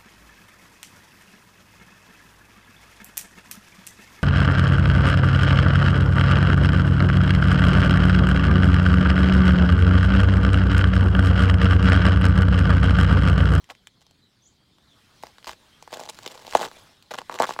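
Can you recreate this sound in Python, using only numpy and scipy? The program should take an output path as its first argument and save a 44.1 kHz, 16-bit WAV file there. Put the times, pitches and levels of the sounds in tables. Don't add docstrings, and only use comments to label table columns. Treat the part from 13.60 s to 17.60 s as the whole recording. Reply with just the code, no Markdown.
import sys
import numpy as np
from scipy import signal
from scipy.fft import rfft, irfft
from scipy.io import wavfile
from scipy.ndimage import uniform_filter1d, map_coordinates

SR = 44100
rng = np.random.default_rng(int(sys.argv[2]) if len(sys.argv) > 2 else 0)


def gain_from_db(level_db):
    decades = np.asarray(level_db, float) / 20
    return 10 ** decades


def transcribe(signal):
    frames = np.atleast_2d(signal).T
    limited = np.clip(frames, -1, 1)
    pcm = np.round(limited * 32767).astype(np.int16)
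    wavfile.write(sys.argv[1], SR, pcm)


N = 176400
SIZE = 1024
LAG_S = 0.003684


def unit(x):
    return x / np.sqrt(np.mean(x ** 2) + 1e-20)


def along(points, hz):
    f, v = np.transpose(points)
    return np.interp(np.log(hz + 1), np.log(f + 1), v)


def rush(spectrum, patchy_db, bins, frames):
    hz, _, z = signal.stft(rng.standard_normal(N), SR, nperseg=1024)
    field = uniform_filter1d(rng.standard_normal(z.shape), bins, 0)
    field = uniform_filter1d(field, frames, 1)
    gain_db = patchy_db * unit(field) + along(spectrum, hz)[:, None]
    return unit(signal.istft(z * gain_from_db(gain_db), nperseg=1024)[1][:N])


def echoes(x, t60):
    t = np.arange(SR // 3) / SR
    tail = rng.standard_normal(len(t)) * gain_from_db(-60 * t / t60)
    return signal.fftconvolve(x, tail / np.linalg.norm(tail))[:N]


def background():
    # frequency in Hz, density in dB per Hz.
    air_colour = [(200, -2.5), (500, -3.5), (1000, -2), (2500, -6), (5000, -8.5), (8000, -14.5),
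                  (16000, -24)]
    hum_colour = [(30, -54.5), (45, -10), (70, -2.5), (150, -5.5), (300, -11), (600, -24.5), (1200, -52)]
    chatter_colour = [(2600, -54), (2950, -17.5), (3150, -5), (4200, -5), (5200, -12), (6500, -39.5)]
    # time in seconds, gain in dB.
    gain_points = [
        (0, -1.5),
        (.25, -6.5),
        (.9, -6.5),
        (1.15, -6),
        (1.4, 1),
        (2.1, 2.5),
        (3.2, 8.5),
        (3.4, -2),
        (3.65, 4),
        (4, 9),
    ]
    gain_db = np.interp(np.arange(N) / SR, *np.transpose(gain_points))
    air = gain_from_db(-62.5 + gain_db) * rush(air_colour, 2.5, 14, 3)
    hum = gain_from_db(-65 + 0.15 * gain_db) * rush(hum_colour, 1.5, 3, 5)
    chatter = gain_from_db(-68.5 + 0.18 * gain_db) * rush(chatter_colour, 3.9, 12, 5)
    return air + hum + chatter


def birds():
    # start in seconds, length in seconds, first and last pitch in Hz, level in dB.
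    calls = [
        (0.817, 0.039, 5740, 7250, -69),
        (0.852, 0.031, 5700, 7780, -61.5),
        (0.615, 0.057, 4090, 3800, -68.5),
        (1.27, 0.038, 4300, 3307, -69),
        (1.306, 0.036, 3800, 2990, -65.5),
        (1.553, 0.076, 5190, 5100, -70.5),
        (2.109, 0.053, 2960, 3410, -66),
        (3.088, .04, 4300, 3936, -69),
        (3.153, 0.029, 3600, 3210, -62.5),
    ]
    flock = []
    for a, b, c, d in rng.uniform(size=(70, 4)):
        rise_hz = 1900 * c ** 2
        flock.append((a * 3.9, 0.088 * b + 0.018, 3100 + rise_hz, 3100 + rise_hz * d, -81))
    out = np.zeros(N)
    for s, length, from_hz, to_hz, db in list(calls) + flock:
        u = np.linspace(0, 1, int(length * SR))
        waver = uniform_filter1d(rng.standard_normal(len(u)), size=90)
        pitch = from_hz + (to_hz - from_hz) * u + 75 * unit(waver)
        whistle = np.sin(np.pi * u) ** 0.57 * np.sin(2 * np.pi * np.cumsum(pitch) / SR)
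        out[round(s * SR):][:len(u)] += gain_from_db(db + 6.5) * whistle
    return out + gain_from_db(-2) * echoes(out, 0.23)


def thuds():
    # time of the peak in seconds, level in dB.
    heels = [
        (1.66, -61),
        (1.9, -51.5),
        (2.955, -50),
    ]
    t = np.arange(N) / SR
    out = np.zeros(N)
    for s, db in heels:
        out += gain_from_db(db) * np.sin(2 * np.pi * 62 * (t - s)) * np.exp(-((t - s) / 0.022) ** 2)
    return out


def tinkles():
    bounces = [
        3.13,
        3.155,
        3.195,
        3.235,
    ]
    out, t = np.zeros(N), np.arange(SIZE // 2) / SR
    for s in bounces:
        ring_hz = 10500 * rng.normal(1, 0.03)
        out[round(s * SR):][:len(t)] += gain_from_db(-51 - 60 * t / 0.012) * np.sin(2 * np.pi * ring_hz * t)
    return out


def breaks(s, db, tone_hz, snap_db, lag_s):
    # frequency in Hz, density in dB per Hz.
    snap_colour = [(1180, -7.5), (2000, -5), (3040, -3.5), (5880, -9.5), (6700, -10), (10600, -21.5),
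                   (16000, -21.5)]
    tone_octaves, crust_low_hz, snap_decay_s = 0.83, 144.9, 0.0007
    hz, t = np.fft.rfftfreq(SIZE, 1 / SR) + 1, np.arange(SIZE) / SR

    off = np.log2(hz / tone_hz[:, None]) / tone_octaves
    bass_slope = 0.36 + 0.75 * gain_from_db(2 * db)[:, None]
    radiation = hz ** 2 / (hz ** 2 + crust_low_hz ** 2)
    band = radiation / (1 + off ** 2) ** np.where(off > 0, 1.7, bass_slope)
    band = band * (1 + 0.67 / (1 + (off / 0.31) ** 2))
    phase = 4 * np.pi * lag_s[:, None] * (np.sqrt(1000 * hz) - hz / 8)
    wave = irfft(band * np.exp(-1j * phase), SIZE) * (t < t[-SIZE // 8])

    noise = rng.standard_normal((len(s), SIZE)) * np.sqrt(t) * np.exp(-t / snap_decay_s)
    shard = np.log2(hz / 5000) - 1.1 * rng.uniform(-0.41, 1, (len(s), 1))
    colour_db = 5 / (1 + (shard / 0.48) ** 2) + along([(500, -46.5)] + list(snap_colour), hz)
    delay = np.exp(-2j * np.pi * hz * 0.3 * lag_s[:, None])
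    snap = irfft(rfft(noise) * delay * gain_from_db(colour_db), SIZE) * (t < t[SIZE // 2])

    wave = wave / np.abs(wave).max(axis=1, keepdims=True)
    snap = snap / np.abs(snap).max(axis=1, keepdims=True)
    both = gain_from_db(db)[:, None] * (wave + gain_from_db(snap_db)[:, None] * snap)
    at = np.round((s + 0.0006) * SR).astype(int)[:, None] + np.arange(SIZE)
    return np.bincount(at.ravel(), both.ravel(), N + SR)[:N]


def grinding():
    # start in seconds, length in seconds, level in dB, snap over it in dB.
    presses = [(0.087, 0.036, -46, -5), (0.406, 0.026, -59.5, 4.5), (1.621, 0.088, -53.5, -3),
               (1.863, 0.081, -46.5, -0.5), (1.201, 0.72, -78.5, 6), (2.302, 0.16, -42.5, -3.5),
               (2.488, 0.015, -33, 4), (2.521, 0.14, -55.5, 4), (2.634, 0.048, -42.5, -11.5),
               (2.67, 0.19, -46.5, -2), (2.854, 0.11, -49, 5.5), (2.943, 0.05, -32.5, -3.5),
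               (2.979, 0.108, -32.5, -6), (3.013, 0.012, -33.5, 5.5), (3.082, 0.28, -57.5, -1),
               (3.507, .017, -33, -4.5), (3.532, 0.026, -35.5, -18), (3.571, 0.046, -44, -13),
               (3.706, 0.085, -37, -10), (3.795, 0.049, -32.5, -8), (3.864, 0.06, -40.5, 0.5),
               (3.918, 0.038, -46.5, -1), (3.984, 0.013, -46, -32)]
    count, grains_per_s, clumps_per_s = 6000, 1100, 130
    s = np.cumsum(rng.exponential(1, count)) / grains_per_s
    size = np.minimum(rng.exponential(1, count), 3)
    tone = np.maximum(rng.standard_normal(count), -1.7)
    way = rng.uniform(0.2, 0.7005, count)

    start, length, db, snap_db = np.transpose(presses)[:, :, None]
    u = (s - start) / length
    press = gain_from_db(db) * np.clip(np.minimum(u / 0.22, (1 - u) * 1.86), 0, 1) ** 0.4
    press = press * gain_from_db(2.5 * map_coordinates(rng.standard_normal(SIZE), [s * clumps_per_s]))

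    on = (press.sum(0) > 0) & (s < N / SR)
    total = press.sum(0)[on]
    bright_db = 20 * np.log10((press * gain_from_db(snap_db)).sum(0)[on] / total)
    bright_db = bright_db + 2 + 5 * rng.standard_normal(count)[on]
    level_db = 20 * np.log10(total) - 7.5 + 3.5 * size[on]
    tone_hz = 920 * 2 ** (0.55 * tone[on])
    return breaks(s[on], level_db, tone_hz, bright_db, LAG_S * way[on])


def cracks():
    # time in seconds, peak level in dB, crust tone in Hz, snap over
    # it in dB.
    early_breaks = [(0.041, -38, 1830, 9), (0.1, -25.5, 2310, -34), (0.103, -28.5, 730, -2),
                    (0.15, -37, 2250, -16), (0.27, -25.5, 1450, 1), (0.465, -40, 1030, -4),
                    (0.509, -40, 694, 0), (1.183, -42, 1110, -11), (1.634, -21, 820, -19),
                    (1.667, -29, 960, -6), (1.782, -30, 1470, -11.5), (1.843, -24.5, 1510, -5),
                    (1.869, -21.5, 1006, -14), (1.877, -20.5, 1040, -7.5), (1.892, -18.5, 1060, -11),
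                    (1.913, -26.5, 1160, -3.5), (2.224, -28, 890, -9), (2.275, -28, 960, -16)]
    middle_breaks = [(2.32, -28.5, 780, -8), (2.327, -18.5, 620, -11), (2.337, -19.5, 1040, -6),
                     (2.359, -30, 576, -18), (2.37, -23.5, 546, -11), (2.394, -22.5, 708, -13),
                     (2.41, -25.5, 633, -19), (2.434, -23.5, 799, -3), (2.492, -20.5, 781, -5),
                     (2.587, -22.5, 1440, -10.5), (2.66, -18.5, 1420, -5.5), (2.675, -17.5, 2140, -2),
                     (2.866, -30, 751, -12.5), (2.877, -25.5, 713, -13), (2.924, -20.5, 1840, -13),
                     (2.933, -19.5, 1000, -12.5), (2.949, 0.5, 730, -26.5), (2.992, -18, 850, -15),
                     (3.011, -14.5, 775, -16), (3.028, -14.5, 1150, -15.5), (3.113, -28, 1310, -15),
                     (3.424, -35.5, 1350, 3)]
    late_breaks = [(3.515, -22.5, 637, -14.5), (3.537, -18.5, 1190, -12.5), (3.542, -18.5, 1338, -17),
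                   (3.585, -14.5, 1060, -11.5), (3.615, -24, 970, -16), (3.695, -17, 1095, -27),
                   (3.724, -25, 1000, -12), (3.74, -20, 1170, -10), (3.787, -16.5, 2000, -17),
                   (3.799, -5, 694, -25), (3.804, -10.5, 890, -23), (3.813, -14, 870, -30),
                   (3.82, -6, 1142, -14.5), (3.83, -9.5, 1100, -22.5), (3.84, -11, 1220, -21),
                   (3.852, -19, 1480, -13), (3.89, -15.5, 850, -20.5), (3.906, -16.5, 1050, -23),
                   (3.962, -27, 1044, -38), (3.989, -13, 1170, -31)]
    earlier_chips = [(1.626, -32, 2000, -1.5), (1.827, -38, 2500, -16), (1.851, -39, 2785, -5),
                     (1.857, -34, 2500, -1), (1.874, -20.5, 1000, -3), (1.883, -24, 1000, -7),
                     (1.889, -27.5, 2000, 0), (1.906, -29.5, 1000, 5), (1.925, -39, 1200, -7),
                     (1.931, -32, 1410, -11), (2.342, -23, 800, 4), (2.347, -28, 701, -12),
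                     (2.399, -25, 700, 3), (2.452, -32.5, 900, -9), (2.46, -27.5, 794, -7),
                     (2.474, -31.5, 799, -18), (2.484, -37, 7000, -12), (2.496, -27, 1500, 5),
                     (2.497, -22, 6860, -36), (2.661, -22.5, 3450, -20), (2.663, -24, 4500, -20),
                     (2.641, -35, 840, -8), (2.662, -18.5, 410, -5), (2.699, -35, 1190, -5),
                     (2.721, -38, 600, -12), (2.746, -34, 770, -14), (2.775, -29, 1090, -8),
                     (2.821, -33, 795, -11), (2.848, -29.5, 770, -9), (2.958, -19.5, 905, -2),
                     (2.972, -21, 1590, -14), (2.977, -23.5, 1250, -15), (3, -17.5, 900, -12),
                     (3.018, -20, 1499, -12), (3.036, -19.5, 1510, -18), (3.049, -24.5, 994, -10),
                     (3.059, -26.5, 1199, -20), (3.075, -30.5, 1110, -6)]
    later_chips = [(3.507, -27, 1316, -8), (3.511, -25, 1296, -6), (3.529, -32, 1092, -9),
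                   (3.552, -26, 1000, -6), (3.565, -34.5, 1500, 0), (3.576, -31, 1300, -6),
                   (3.582, -23, 1100, -10), (3.59, -26.5, 1295, -10), (3.606, -33.5, 1000, -9),
                   (3.71, -28.5, 1100, -20), (3.756, -23.5, 1100, -12.5), (3.796, -20, 1200, -7),
                   (3.836, -14, 1400, -19), (3.844, -15, 1190, -19), (3.821, -15, 3000, -14),
                   (3.586, -22.5, 3000, -32), (3.866, -27, 2500, 1), (3.875, -25.5, 1250, -11),
                   (3.886, -24.5, 1292, -3), (3.902, -21.5, 1200, -6.5), (3.368, -44.5, 3003, 2)]
    rows = list(early_breaks) + list(middle_breaks) + list(late_breaks) + list(earlier_chips) + list(later_chips)
    s, db, tone_hz, snap_db = np.transpose(rows)
    snap_db = snap_db + 11
    lag_s = LAG_S * gain_from_db(db * 0.1504)
    tone_db = db - 20 * np.log10(1 + gain_from_db(snap_db + 2.5))
    return breaks(s, tone_db, tone_hz, snap_db, lag_s)


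def scene():
    ice = cracks() + grinding() + tinkles()
    ice = ice + gain_from_db(-8.5) * echoes(ice, 0.05)
    return (background() + birds() + thuds() + ice)[None]


def roll_off(x):
    return signal.sosfilt(signal.butter(12, 16990, fs=SR, output="sos"), x)


def record(dry):
    hz = np.fft.rfftfreq(N, 1 / SR)
    mix = irfft(rfft(dry) * np.where(hz < 15900, 1, gain_from_db(-29)), N)
    return roll_off(mix)


dry = scene()
out = record(dry)
transcribe(out)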